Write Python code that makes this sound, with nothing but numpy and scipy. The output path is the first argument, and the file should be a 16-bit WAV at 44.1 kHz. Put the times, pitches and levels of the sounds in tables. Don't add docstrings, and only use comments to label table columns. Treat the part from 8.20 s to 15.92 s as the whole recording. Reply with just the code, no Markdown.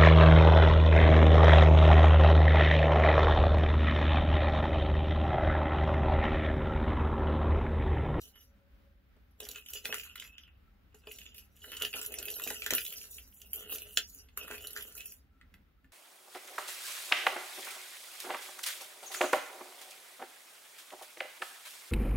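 import sys
import numpy as np
from scipy import signal
from scipy.fft import rfft, irfft, next_fast_len
from scipy.io import wavfile
from scipy.ndimage import uniform_filter1d, map_coordinates

SR = 44100
rng = np.random.default_rng(int(sys.argv[2]) if len(sys.argv) > 2 else 0)


def gain_from_decibels(decibels):
    exponent = np.asarray(decibels, float) / 20
    return 10 ** exponent


def to_wav(sig):
    pcm = np.clip(np.atleast_2d(sig), -1, 1) * 32767
    pcm = np.round(pcm).astype(np.int16)
    wavfile.write(sys.argv[1], SR, pcm.T)


N = 340452

# (pitch_hz, width_hz, level_db)
TRACK_TONES = [(1400, 200, -8.5), (1820, 730, -13.5), (2580, 40, -5), (2790, 260, -11), (2950, 38, -7),
               (3376, 90, -6.5)]
# (pitch_hz, width_hz, level_db)
TOWER_TONES = [(261, 22, -7.5), (358, 20, -8.5), (428.7, 29, 12.5), (515, 310, 0), (605.5, 23, -1)]
# (pitch_hz,
# level_db)
SHELL_COLOUR = [(2500, -35.5), (3900, -5), (4900, -13.5), (5400, -12.5), (5800, -3.5), (6300, -8.5),
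                (7000, -3), (8000, -8.5), (8500, -10.5), (9500, -3), (11200, 0.5), (14600, 2.5),
                (16500, -4)]
# (pitch_hz, width_hz, level_db)
SHELL_TONES = [(5110, 30, 3.5), (6760, 53, 4.5), (7070, 100, 5), (7910, 120, 2.5), (9650, 47, 3.5),
               (10800, 72, 6), (12300, 85, 4)]
# (top_speed_s, low_fizz_db, time_to_stop_s, high_over_low_fizz_db)
RIM_PUSHES = [(.03, -58.5, 0.13, 2), (.17, -74, 0.055, -2), (.215, -70.5, 0.1, 3), (1.245, -59, 0.26, 3.5),
              (1.365, -58, 0.094, 1.5), (1.49, -58.5, 0.09, -0.5), (1.665, -53, 0.27, 1),
              (1.555, -51, 0.079, 1), (1.74, -55, 0.26, -0.5), (2.0, -63, 0.18, 0.5),
              (2.775, -73, 0.12, -2), (2.91, -58, 0.25, -1), (3.0, -70, 0.11, -5), (3.185, -63, 0.11, 4),
              (3.33, -83.5, 0.11, 6), (3.39, -68, 0.12, 1.5), (3.45, -59.5, 0.33, 0), (3.55, -67, 0.3, 11),
              (3.635, -57, 0.18, 3), (3.77, -51.5, 0.21, 4), (3.935, -57.5, 0.61, -1.5),
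              (4.06, -53.5, 0.25, 2.5), (4.17, -55, 0.75, 2.5), (4.26, -53.5, 0.55, 3),
              (4.535, -49.5, 0.24, 9.5), (4.68, -54.5, 0.54, 4.5), (4.8, -78.5, 0.48, 17.5),
              (4.94, -60.5, 0.18, 3), (5.13, -74.5, 1, 11), (5.36, -53.5, 0.15, 5.5), (5.52, -56, 0.39, 10),
              (5.71, -62, 0.22, 3.5), (5.795, -57, 0.084, 4), (5.89, -60, 0.19, 5), (5.971, -74.5, 0.3, -1),
              (6.215, -58.5, 0.18, 2.5), (6.33, -62, 0.78, 5), (6.59, -58.5, 0.31, 3),
              (6.77, -64, 0.25, 11), (6.89, -59.5, 0.13, 5)]


def evened(x):
    return x / np.sqrt(np.mean(x ** 2) + 1e-20)


def peaked(x):
    return x / np.abs(x).max()


def read(points, hz):
    f, value = np.transpose(points)
    return np.interp(np.log(hz + 1), np.log(f + 1), value)


def add(mix, s, sound):
    part = mix[round(s * SR):][:len(sound)]
    part += sound[:len(part)]


def coloured(x, gain):
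    size = next_fast_len(x.shape[-1])
    spectrum = rfft(x, size) * gain(np.fft.rfftfreq(size, 1 / SR))
    return irfft(spectrum, size)[..., :x.shape[-1]]


def body(x, modes):
    out = 0
    for hz, width, db in modes:
        pole = np.exp((2j * np.pi * hz - np.pi * width) / SR)
        out = out + gain_from_decibels(db) * 2 * signal.lfilter([1 - abs(pole)], [1, -pole], x).real
    return out


def gliding(x, hz, width):
    turn, r = np.exp(2j * np.pi * np.cumsum(hz) / SR), np.exp(-np.pi * width / SR)
    return 2 * (turn * signal.lfilter([1 - r], [1, -r], x / turn)).real


def bumps(per_s, spread_db):
    size = gain_from_decibels(spread_db * np.minimum(rng.exponential(1, N), 4)) * rng.choice([-1, 1], N)
    return size * (rng.random(N) < per_s / SR)


def drift(seconds, shape):
    size = max(round(seconds * SR), 2)
    smooth = uniform_filter1d(rng.standard_normal(shape), size)
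    return evened(uniform_filter1d(smooth, size))


def patchy(x, spread_db):
    z = signal.stft(x, nperseg=256)[2]
    field = uniform_filter1d(rng.standard_normal(z.shape), size=4, axis=0)
    field = uniform_filter1d(field, size=14, axis=1)
    return evened(signal.istft(z * gain_from_decibels(spread_db * evened(field)), nperseg=256)[1][:N])


def follow(pushes, second=False):
    speed_up_s, slowing = .05, 1.7
    t = np.arange(0, N / SR + .01, .002)
    s, db, coast_s, over_db = np.transpose(pushes)[:, :, None]
    speed = np.clip(1 - np.maximum(t - s, 0) / coast_s, 0, 1)
    rise_db = -20 * np.minimum(np.maximum(s - t, 0) / speed_up_s, 3) ** 2
    each = gain_from_decibels(db + second * over_db + rise_db) * speed ** slowing
    return np.interp(np.arange(N) / SR, t, np.sqrt((each ** 2).sum(0)))


def panel_hz(t):
    # (start_s, pitch_hz)
    panels = [
        [(0.0, 2880), (0.214, 2910), (0.3, 2690)],
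        [(1.2, 3020), (1.384, 2600), (1.504, 2930), (1.57, 2700), (1.64, 2870)],
        [(1.66, 2650), (1.708, 2630), (1.734, 2960), (1.85, 2620), (2.0, 3000), (2.05, 2690), (2.1, 2730)],
        [(2.75, 2780), (2.874, 2720), (2.984, 2700), (3.022, 2930), (3.126, 2790), (3.146, 3020), (3.174, 2650),
         (3.25, 2740)],
        [(3.43, 2980), (3.61, 2950), (3.72, 2700)],
        [(3.74, 2800), (3.882, 2830), (3.9, 2570), (4.082, 2644), (4.108, 2950), (4.148, 3120), (4.18, 2570),
         (4.25, 2890)],
        [(4.27, 2630), (4.35, 2960), (4.404, 2720), (4.446, 2720), (4.694, 3000), (4.754, 2720), (4.866, 2800),
         (5.0, 2700)],
        [(5.33, 2730), (5.4, 3040), (5.52, 2790), (5.544, 2950), (5.602, 2740), (5.702, 2860), (5.76, 2960)],
        [(6.18, 2750), (6.224, 2650), (6.306, 2660), (6.352, 2570), (6.448, 2960), (6.56, 3020)],
        [(6.58, 3040), (6.728, 2780), (6.756, 2580), (6.95, 2820)],
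    ]
    return np.interp(t, *np.concatenate(panels).T)


def hush():
    # (pitch_hz, level_db_per_hz)
    hush_colour = [(15, -33.5), (38, -3), (66, 2.5), (124, -16), (250, -18), (330, -22.5), (900, -32),
                   (1500, -27.5), (3000, -34), (4800, -41.5), (8400, -53.5), (10000, -50), (15500, -39)]
    # (pitch_hz, likeness)
    likeness = [(30, 4.5), (60, 0.88), (240, 0.7), (950, -7), (3770, 0.6), (15000, -13)]
    # (pitch_hz, width_hz, level_db)
    house_drones = [(197.9, 17, -86), (261, 23, -88), (550, 36, -105), (795, 30, -100), (1325, 25, -98)]
    a, b = rng.standard_normal((2, N))
    same = lambda f: np.clip(read(likeness, f), 0, 1)
    right = coloured(a, same) + coloured(b, lambda f: np.sqrt(1 - same(f) ** 2))
    bed = evened(coloured(np.array([a, right]), lambda f: gain_from_decibels(read(hush_colour, f))))
    swell = gain_from_decibels(1.3 * drift(.1, N))
    drones = 0
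    for hz, width, db in house_drones:
        drones = drones + gain_from_decibels(db + 6.3 * drift(.042, N)) * evened(body(a, [(hz, width, 0)]))
    t = np.arange(N) / SR
    # (level_db, middle_s, half_length_s, pitch_hz, width_hz)
    for db, middle, half, hz, width in ((-79, .5, .37, 555, 9.2), (-80, 7.22, .11, 1340, 38),
                                        (-83, 6.02, .08, 1505, 31)):
        drones = drones + gain_from_decibels(db - 20 * ((t - middle) / half) ** 4) * evened(body(a, [(hz, width, 0)]))
    return gain_from_decibels(-63) * swell * bed + drones


def contacts():
    # (start_s, wall_clack_db, clack_pitch_hz, shell_tick_db)
    clacks = [(6.447, -58, 1580, -44), (1.6547, -26.5, 2570, -29), (1.7261, -24.5, 1680, -38),
              (1.7429, -29.5, 1870, -32), (1.8632, -51.5, 1400, -58), (1.956, -40.5, 1770, -42.5),
              (2.022, -41, 1970, -60), (2.047, -49.5, 2110, -62), (2.1814, -39.5, 2880, -60),
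              (1.958, -47, 2950, -42), (2.234, -48.5, 3080, -64), (2.277, -57.5, 1820, -70),
              (3.4415, -45, 1950, -48), (3.6213, -24, 2940, -28), (4.197, -39, 1230, -37),
              (4.3028, -36, 1770, -28), (4.3437, -47, 1920, -39), (4.4627, -26.5, 1700, -26.5),
              (4.5067, -23.5, 2540, -22.5), (4.5355, -24.5, 2100, -23.5), (5.525, -51, 1400, -55.5),
              (5.7728, -16.5, 2660, -20), (6.0865, -58, 2550, -67), (6.1739, -37, 1360, -30),
              (6.2798, -42, 1400, -42.5), (6.3107, -36.5, 1470, -39), (6.5628, -32, 1710, -38.5),
              (6.5734, -39.5, 2270, -35), (6.752, -54.5, 1440, -42.5), (7.2123, -50, 1830, -76),
              (7.34, -51.5, 1810, -55.5), (7.644, -60, 1675, -68.5)]
    # (start_s, wall_clack_db, shell_tick_db)
    rattles = [(.0164, -57, -44), (1.2028, -42, -32), (1.2517, -46, -38), (1.288, -49, -32),
               (1.3134, -49, -32), (1.3584, -40.5, -36.5), (1.4613, -46.5, -42), (1.5344, -40, -32),
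               (1.5603, -53, -45), (1.9986, -35, -38.5), (2.7462, -72, -49), (2.9128, -41, -50),
               (2.9856, -45.5, -39.5), (3.5177, -43.5, -37), (3.568, -41, -30), (3.6503, -25.5, -31),
               (3.8138, -45, -29), (3.8501, -44, -36.5), (3.9863, -44, -26), (4.14, -58, -31.5),
               (4.2377, -44, -27), (4.4202, -33, -36.5), (4.6503, -40.5, -32), (4.7035, -46, -35),
               (5.2168, -47.5, -41.5), (5.5834, -47, -34.5), (6.38, -41.5, -52), (6.778, -48, -38),
               (6.8057, -44, -38)]
    # (start_s, wall_clack_db, shell_tick_db)
    skips = [(1.782, -40, -49.5), (1.978, -45, -71), (2.8709, -42.5, -58), (3.1452, -51.5, -58.5),
             (3.1807, -45, -53), (3.7382, -29.5, -53.5), (3.9214, -67, -44), (3.9403, -38.5, -44.5),
             (4.0272, -37.5, -43.5), (4.0545, -41, -43), (4.0832, -35.5, -44.5), (4.1566, -68, -48),
             (4.2747, -34, -39.5), (4.5819, -27, -44.5), (4.616, -39, -57.5), (4.6782, -43, -46),
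             (4.7491, -52, -56), (4.9828, -43, -61), (5.3324, -39, -38), (5.3586, -67, -43.5),
             (5.5001, -47.5, -45.5), (5.5267, -67, -41.5), (5.5575, -40, -44), (5.6193, -48, -44),
             (5.9469, -62, -53), (6.5316, -50, -46), (6.609, -40, -63), (6.624, -41, -46.5),
             (6.8573, -48.5, -45.5), (6.921, -54, -51.5)]
    # (start_s, high_tick_db, wall_clack_db)
    bounces = [(0.1538, -69, -67), (0.2076, -62, -60), (1.2314, -46, -60), (1.308, -42, -51),
               (1.4857, -39, -45), (1.504, -32, -62), (1.571, -40, -43.5), (1.7666, -37, -55),
               (1.797, -47, -36), (1.8332, -44, -43), (2.9187, -35.5, -67), (3.0152, -52, -44),
               (3.063, -60, -42), (3.1632, -50.5, -66), (3.4187, -45, -52), (3.5384, -44, -42),
               (3.5994, -34.5, -82), (3.626, -29.5, -63), (3.6345, -34, -43), (3.729, -37.5, -37),
               (3.792, -31.5, -63), (3.8282, -28, -46), (3.8618, -26, -55), (4.1025, -27.5, -54),
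               (4.2198, -29, -61), (4.4426, -36, -39.5), (4.5503, -15.5, -59), (4.607, -33.5, -41),
               (4.6638, -28.5, -38), (4.724, -49, -42), (4.7378, -34, -42), (4.782, -34, -52),
               (4.8318, -37, -64), (4.929, -63, -57), (4.9437, -39, -70), (4.9564, -50, -62),
               (5.1657, -50, -66), (5.68, -55, -68), (4.8127, -55, -45.5), (5.125, -64, -60),
               (5.2017, -62, -59.5), (5.3085, -66, -64), (5.628, -52.5, -60), (5.669, -54.5, -62),
               (3.37, -58, -61), (1.918, -62, -61), (2.077, -58, -58), (6.341, -40.5, -50),
               (6.723, -41, -66), (6.3026, -45, -65), (6.43, -53.5, -55), (6.4708, -27, -55),
               (6.506, -32.5, -74), (6.6762, -50, -75), (1.649, -32.5, -44.5), (2.96, -42, -67),
               (3.042, -53, -64), (3.193, -49, -58), (1.348, -48, -48), (4.411, -50, -55), (4, -38.5, -54),
               (5.427, -44, -52)]
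    rows = [(s, db, hz, tick, tick - 4) for s, db, hz, tick in clacks]
    light = [(s, db, high - 8) for s, high, db in bounces]
    for table, high_over_db in ((rattles, -8), (skips, 7.5), (light, .5)):
        spread = 1 + .03 * rng.uniform(-0.39, 1, len(table))
        pitches = panel_hz(np.transpose(table)[0]) * spread
        rows += [(s, db, hz, tick, tick + high_over_db) for (s, db, tick), hz in zip(table, pitches)]
    return rows


def shell_tick(noise, spot, t, low_db, high_db):
    fade = gain_from_decibels(-60 * t / .0092) + .066 * gain_from_decibels(-60 * t / .034)
    crack = noise * (1 - np.exp(-t / .0018)) ** 2 * fade
    patches = body(crack, [(f, 900, 6) for f in 4000 + 11000 * spot])
    crack = crack + patches + gain_from_decibels(-2) * body(crack, SHELL_TONES)
    lean_db = lambda f: read([(7800, low_db), (8800, high_db)], f)
    return coloured(peaked(crack), lambda f: gain_from_decibels(read(SHELL_COLOUR, f) + lean_db(f) + 11))


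def wall_clack(noise, t, db, hz):
    soft = np.interp(db, [-50, -22], [2.4, 1.1])
    blow = noise * (1 - np.exp(-t / .0008 / soft)) ** 2 * gain_from_decibels(-60 * t / .006 / soft)
    ring = body(blow, [(hz, 520, 0)]) + gain_from_decibels(7) * body(blow, TRACK_TONES)
    clack = body(ring, [(hz, 3200 / soft ** 1.5, 0)])
    clack = clack + body(blow, [(hz * 1.55, 900, -8 - 1.2 * soft)])
    clack = signal.lfilter(*signal.butter(4, .6 * hz, "high", fs=SR), clack)
    return gain_from_decibels(db + 4) * peaked(clack)


def knocks():
    out, t = np.zeros(N), np.arange(3072) / SR
    rows = contacts()
    noise, spots = rng.standard_normal((len(rows), 2, len(t))), rng.random((len(rows), 3))
    for (s, clack_db, hz, low_db, high_db), (a, b), spot in zip(rows, noise, spots):
        tick = shell_tick(a, spot, t, low_db, high_db)
        add(out, s - .0009, tick + wall_clack(b, t, clack_db, hz))
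    return out


def rolling():
    # (top_speed_s, ring_db, time_to_stop_s, tower_drone_over_ring_db)
    track_pushes = [(.035, -59, 0.12, -10), (.17, -62.5, 0.065, -13), (.215, -68, .07, -7.5),
                    (1.241, -56.5, 0.19, 1), (1.362, -54.5, 0.14, -22), (1.555, -41.5, 0.051, -15.5),
                    (1.665, -50, 0.24, -5.5), (1.74, -52.5, 0.75, -27), (2.0, -63, 0.11, -6),
                    (2.77, -63.5, 0.042, -10), (2.865, -57.5, .03, -10), (2.9, -64, 0.2, 0.5),
                    (3.03, -59, 0.3, -16), (3.185, -61.5, 0.059, -8.5), (3.4, -69.5, 0.11, -12),
                    (3.47, -48, 0.2, -9), (3.545, -46.5, 0.14, -17), (3.64, -38.5, 0.061, -12.5),
                    (3.765, -44, 0.18, -12), (3.9, -53, 1, -0.5), (4.06, -46.5, 0.17, -17),
                    (4.23, -47.5, 0.35, -13), (4.305, -56, 0.26, -21), (4.535, -38.5, 0.12, -11),
                    (4.7, -62, 0.31, -2), (4.815, -68.5, 0.28, 0), (4.99, -71, 0.054, -0.5),
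                    (5.24, -69, 0.29, -1), (5.365, -51.5, 0.55, -7), (5.521, -52, 0.17, -1.5),
                    (5.65, -55.5, 0.063, -5.5), (5.7, -60.5, 0.14, -18), (5.795, -63, 0.12, -18),
                    (5.96, -68.5, 0.3, -5.5), (6.216, -46.5, 0.17, -7.5), (6.33, -50, 0.3, -4),
                    (6.431, -54, 0.48, -6.5), (6.59, -52.5, 0.19, -3.5), (6.79, -57, 0.2, -4.5)]
    wobble = gain_from_decibels(3.2 * drift(.012, (2, N)))
    seams, ring, under = bumps(1500, 7.2), 0, panel_hz(np.arange(N) / SR)
    for hz, width, db in TRACK_TONES:
        lift_db = 8 * np.exp(-((hz - under) / 233) ** 2)
        near = gain_from_decibels(5 * drift(.04, N) + lift_db)
        ring = ring + body(body(near * seams, [(hz, width, db)]), [(hz, 4.9 * width, 0)])
    ring = np.interp(np.arange(N) + 10 * drift(.05, N), np.arange(N), ring)
    ring = ring + gain_from_decibels(9) * gliding(ring, under, 260)
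    ring = ring / np.sqrt(uniform_filter1d(ring ** 2, size=6000)) * wobble[0]
    drone = evened(body(body(seams, TOWER_TONES), [(406, 470, 0)]))
    grit = coloured(bumps(4000, 5.2) * wobble[1], lambda f: gain_from_decibels(read(SHELL_COLOUR, f)))
    grit = grit + gain_from_decibels(2) * body(grit, SHELL_TONES)
    low = coloured(grit, lambda f: gain_from_decibels(read([(7800, 0), (8800, -40)], f)))
    out = gain_from_decibels(-2) * ring * follow(track_pushes)
    out = out + gain_from_decibels(-2.5) * drone * follow(track_pushes, second=True)
    out = out + patchy(low, 4.6) * follow(RIM_PUSHES)
    return out + gain_from_decibels(2) * patchy(grit - low, 1.6) * follow(RIM_PUSHES, second=True)


def bell():
    # (start_s, upper_ring_db, lower_ring_db)
    strikes = [(0.155, -52, -72), (.208, -53, -91), (1.743, -55, -57), (2, -61, -66), (2.181, -65, -75),
               (4.759, -53.5, -48), (4.928, -49, -63), (5.333, -38, -60), (1.1099, -65, -86),
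               (1.231, -53, -54), (1.835, -39.5, -73), (2.041, -47, -60), (2.208, -64, -66),
               (2.7694, -72, -85), (2.989, -54, -75), (3.186, -46, -60), (3.4511, -61.5, -87),
               (3.85, -39, -62), (4.114, -31, -52), (4.16, -30, -64.5), (4.344, -36, -55),
               (4.5777, -34, -48), (5.5852, -78, -72), (5.9878, -44, -56), (6.448, -42, -79),
               (6.508, -41, -62), (6.557, -41, -52.5), (6.6233, -38, -74), (6.8553, -41, -59)]
    # (pitch_hz, width_hz, level_db)
    upper_tones = [(11548, 12, 0), (11590, 18, -12), (9910, 13, -12), (10210, 20, -16)]
    # (pitch_hz, width_hz, level_db)
    lower_tones = [(5868, 11, 0), (5970, 20, -12), (4940, 12, -4), (5712, 22, -8)]
    tremble = bumps(250, 3) * follow(RIM_PUSHES)
    out = gain_from_decibels(38 + 6 * drift(.05, N)) * body(tremble, lower_tones)
    out = out + gain_from_decibels(30) * body(tremble, upper_tones)
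    tap = signal.unit_impulse(SR // 2)
    upper, lower = peaked(body(tap, upper_tones)), peaked(body(tap, lower_tones))
    for s, upper_db, lower_db in strikes:
        add(out, s, gain_from_decibels(upper_db - 3) * upper + gain_from_decibels(lower_db + 8.5) * lower)
    return out


def thuds():
    # (start_s, level_db)
    rocks = [(0.963, -64), (1.201, -50), (1.268, -66), (1.652, -46.5), (1.691, -41), (1.727, -40),
             (2.742, -56.5), (2.87, -45), (3.448, -61.5), (3.617, -48.5), (3.744, -44.5), (4.264, -39),
             (4.303, -37), (4.461, -45), (4.506, -36.5), (4.523, -31), (5.772, -43.5), (6.169, -55),
             (6.302, -38)]
    out, t = np.zeros(N), np.arange(4096) / SR
    for (s, db), push in zip(rocks, rng.standard_normal((len(rocks), len(t)))):
        add(out, s, gain_from_decibels(db + 3) * peaked(body(push * t * np.exp(-t / .0034), TOWER_TONES)))
    return out


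def room(x):
    # (pitch_hz, fade_s)
    fade_times = [(300, 0.21), (790, 0.094), (2090, 0.15), (5510, 0.1)]
    taps = np.zeros((2, SR // 2))
    at = np.arange(220, SR // 2 - 20, 20) + rng.integers(0, 20, (2, (SR // 2 - 221) // 20))
    np.put_along_axis(taps, at, rng.choice([-1., 1.], at.shape), 1)
    hz, t, z = signal.stft(taps, SR, nperseg=128)
    tail = signal.istft(z * gain_from_decibels(-60 * t / read(fade_times, hz)[:, None]), SR, nperseg=128)[1]
    f = np.fft.rfftfreq(tail.shape[1], 1 / SR)
    apart = np.clip(read([(300, .62), (1300, .62), (2400, .97)], f), 0, 1)
    left, right = rfft(tail)
    tail = irfft([left, apart * right + np.sqrt(1 - apart ** 2) * left], tail.shape[1])
    return signal.fftconvolve(x[None], tail / np.linalg.norm(tail[0]), axes=1)[:, :N]


def ports(x, lag_s):
    # (pitch_hz, left_minus_right_db)
    left_over_right = [(200, 0), (1300, .6), (2400, -1.5), (4400, -4), (8100, -2.2), (15000, -2.5)]
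    late = lambda f: np.exp(-2j * np.pi * f * lag_s * np.clip(f / 3500, 0, 1))
    left = coloured(x, lambda f: gain_from_decibels(read(left_over_right, f) / 2))
    right = coloured(x, lambda f: gain_from_decibels(-read(left_over_right, f) / 2) * late(f))
    moving = np.arange(N) + 5e-5 * SR * drift(.09, N)
    return np.array([left, map_coordinates(right, [moving], order=3)])


def masked(x, under_db):
    hz, _, z = signal.stft(x, SR, nperseg=1024)
    bands = (abs(z[:, :512]) ** 2).mean(0).reshape(128, 4, -1).max(1)
    bands = uniform_filter1d(bands, size=2, axis=1)
    luck = rng.standard_normal((128, bands.shape[1] // 3 + 1))
    luck_db = 3.6 * np.repeat(luck, 3, axis=1)[:, :bands.shape[1]]
    limit_db = read(under_db, hz[2:512:4])[:, None] + luck_db
    weak = bands < bands[12:92].mean(0) / gain_from_decibels(2 * limit_db)
    treble = (hz[:512] > 2100) & (hz[:512] < 10800)
    weak = np.repeat(weak, 4, axis=0) & treble[:, None]
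    z[:, :512] *= np.where(weak, .006, 1)
    return signal.istft(z, SR, nperseg=1024)[1][:, :N]


def scene():
    struck, rolled = knocks() + thuds(), rolling() + bell()
    wet = room(gain_from_decibels(-5) * struck + gain_from_decibels(-3.5) * rolled)
    return ports(struck + rolled, 7e-5) + wet + hush()


def top_cut(x):
    return signal.sosfilt(signal.butter(12, 16960, fs=SR, output="sos"), x)


def record(dry):
    # (pitch_hz, level_db)
    top_fade = [(15700, 0), (16000, -30), (16900, -32)]
    faded = coloured(dry, lambda f: gain_from_decibels(read(top_fade, f)))
    mix = masked(faded, [(2200, 19), (3500, 13), (4400, 11), (5400, 10), (6600, 12), (7500, 15),
                         (8500, 13), (10000, 19)])
    return top_cut(mix)


dry = scene()
out = record(dry)
to_wav(out)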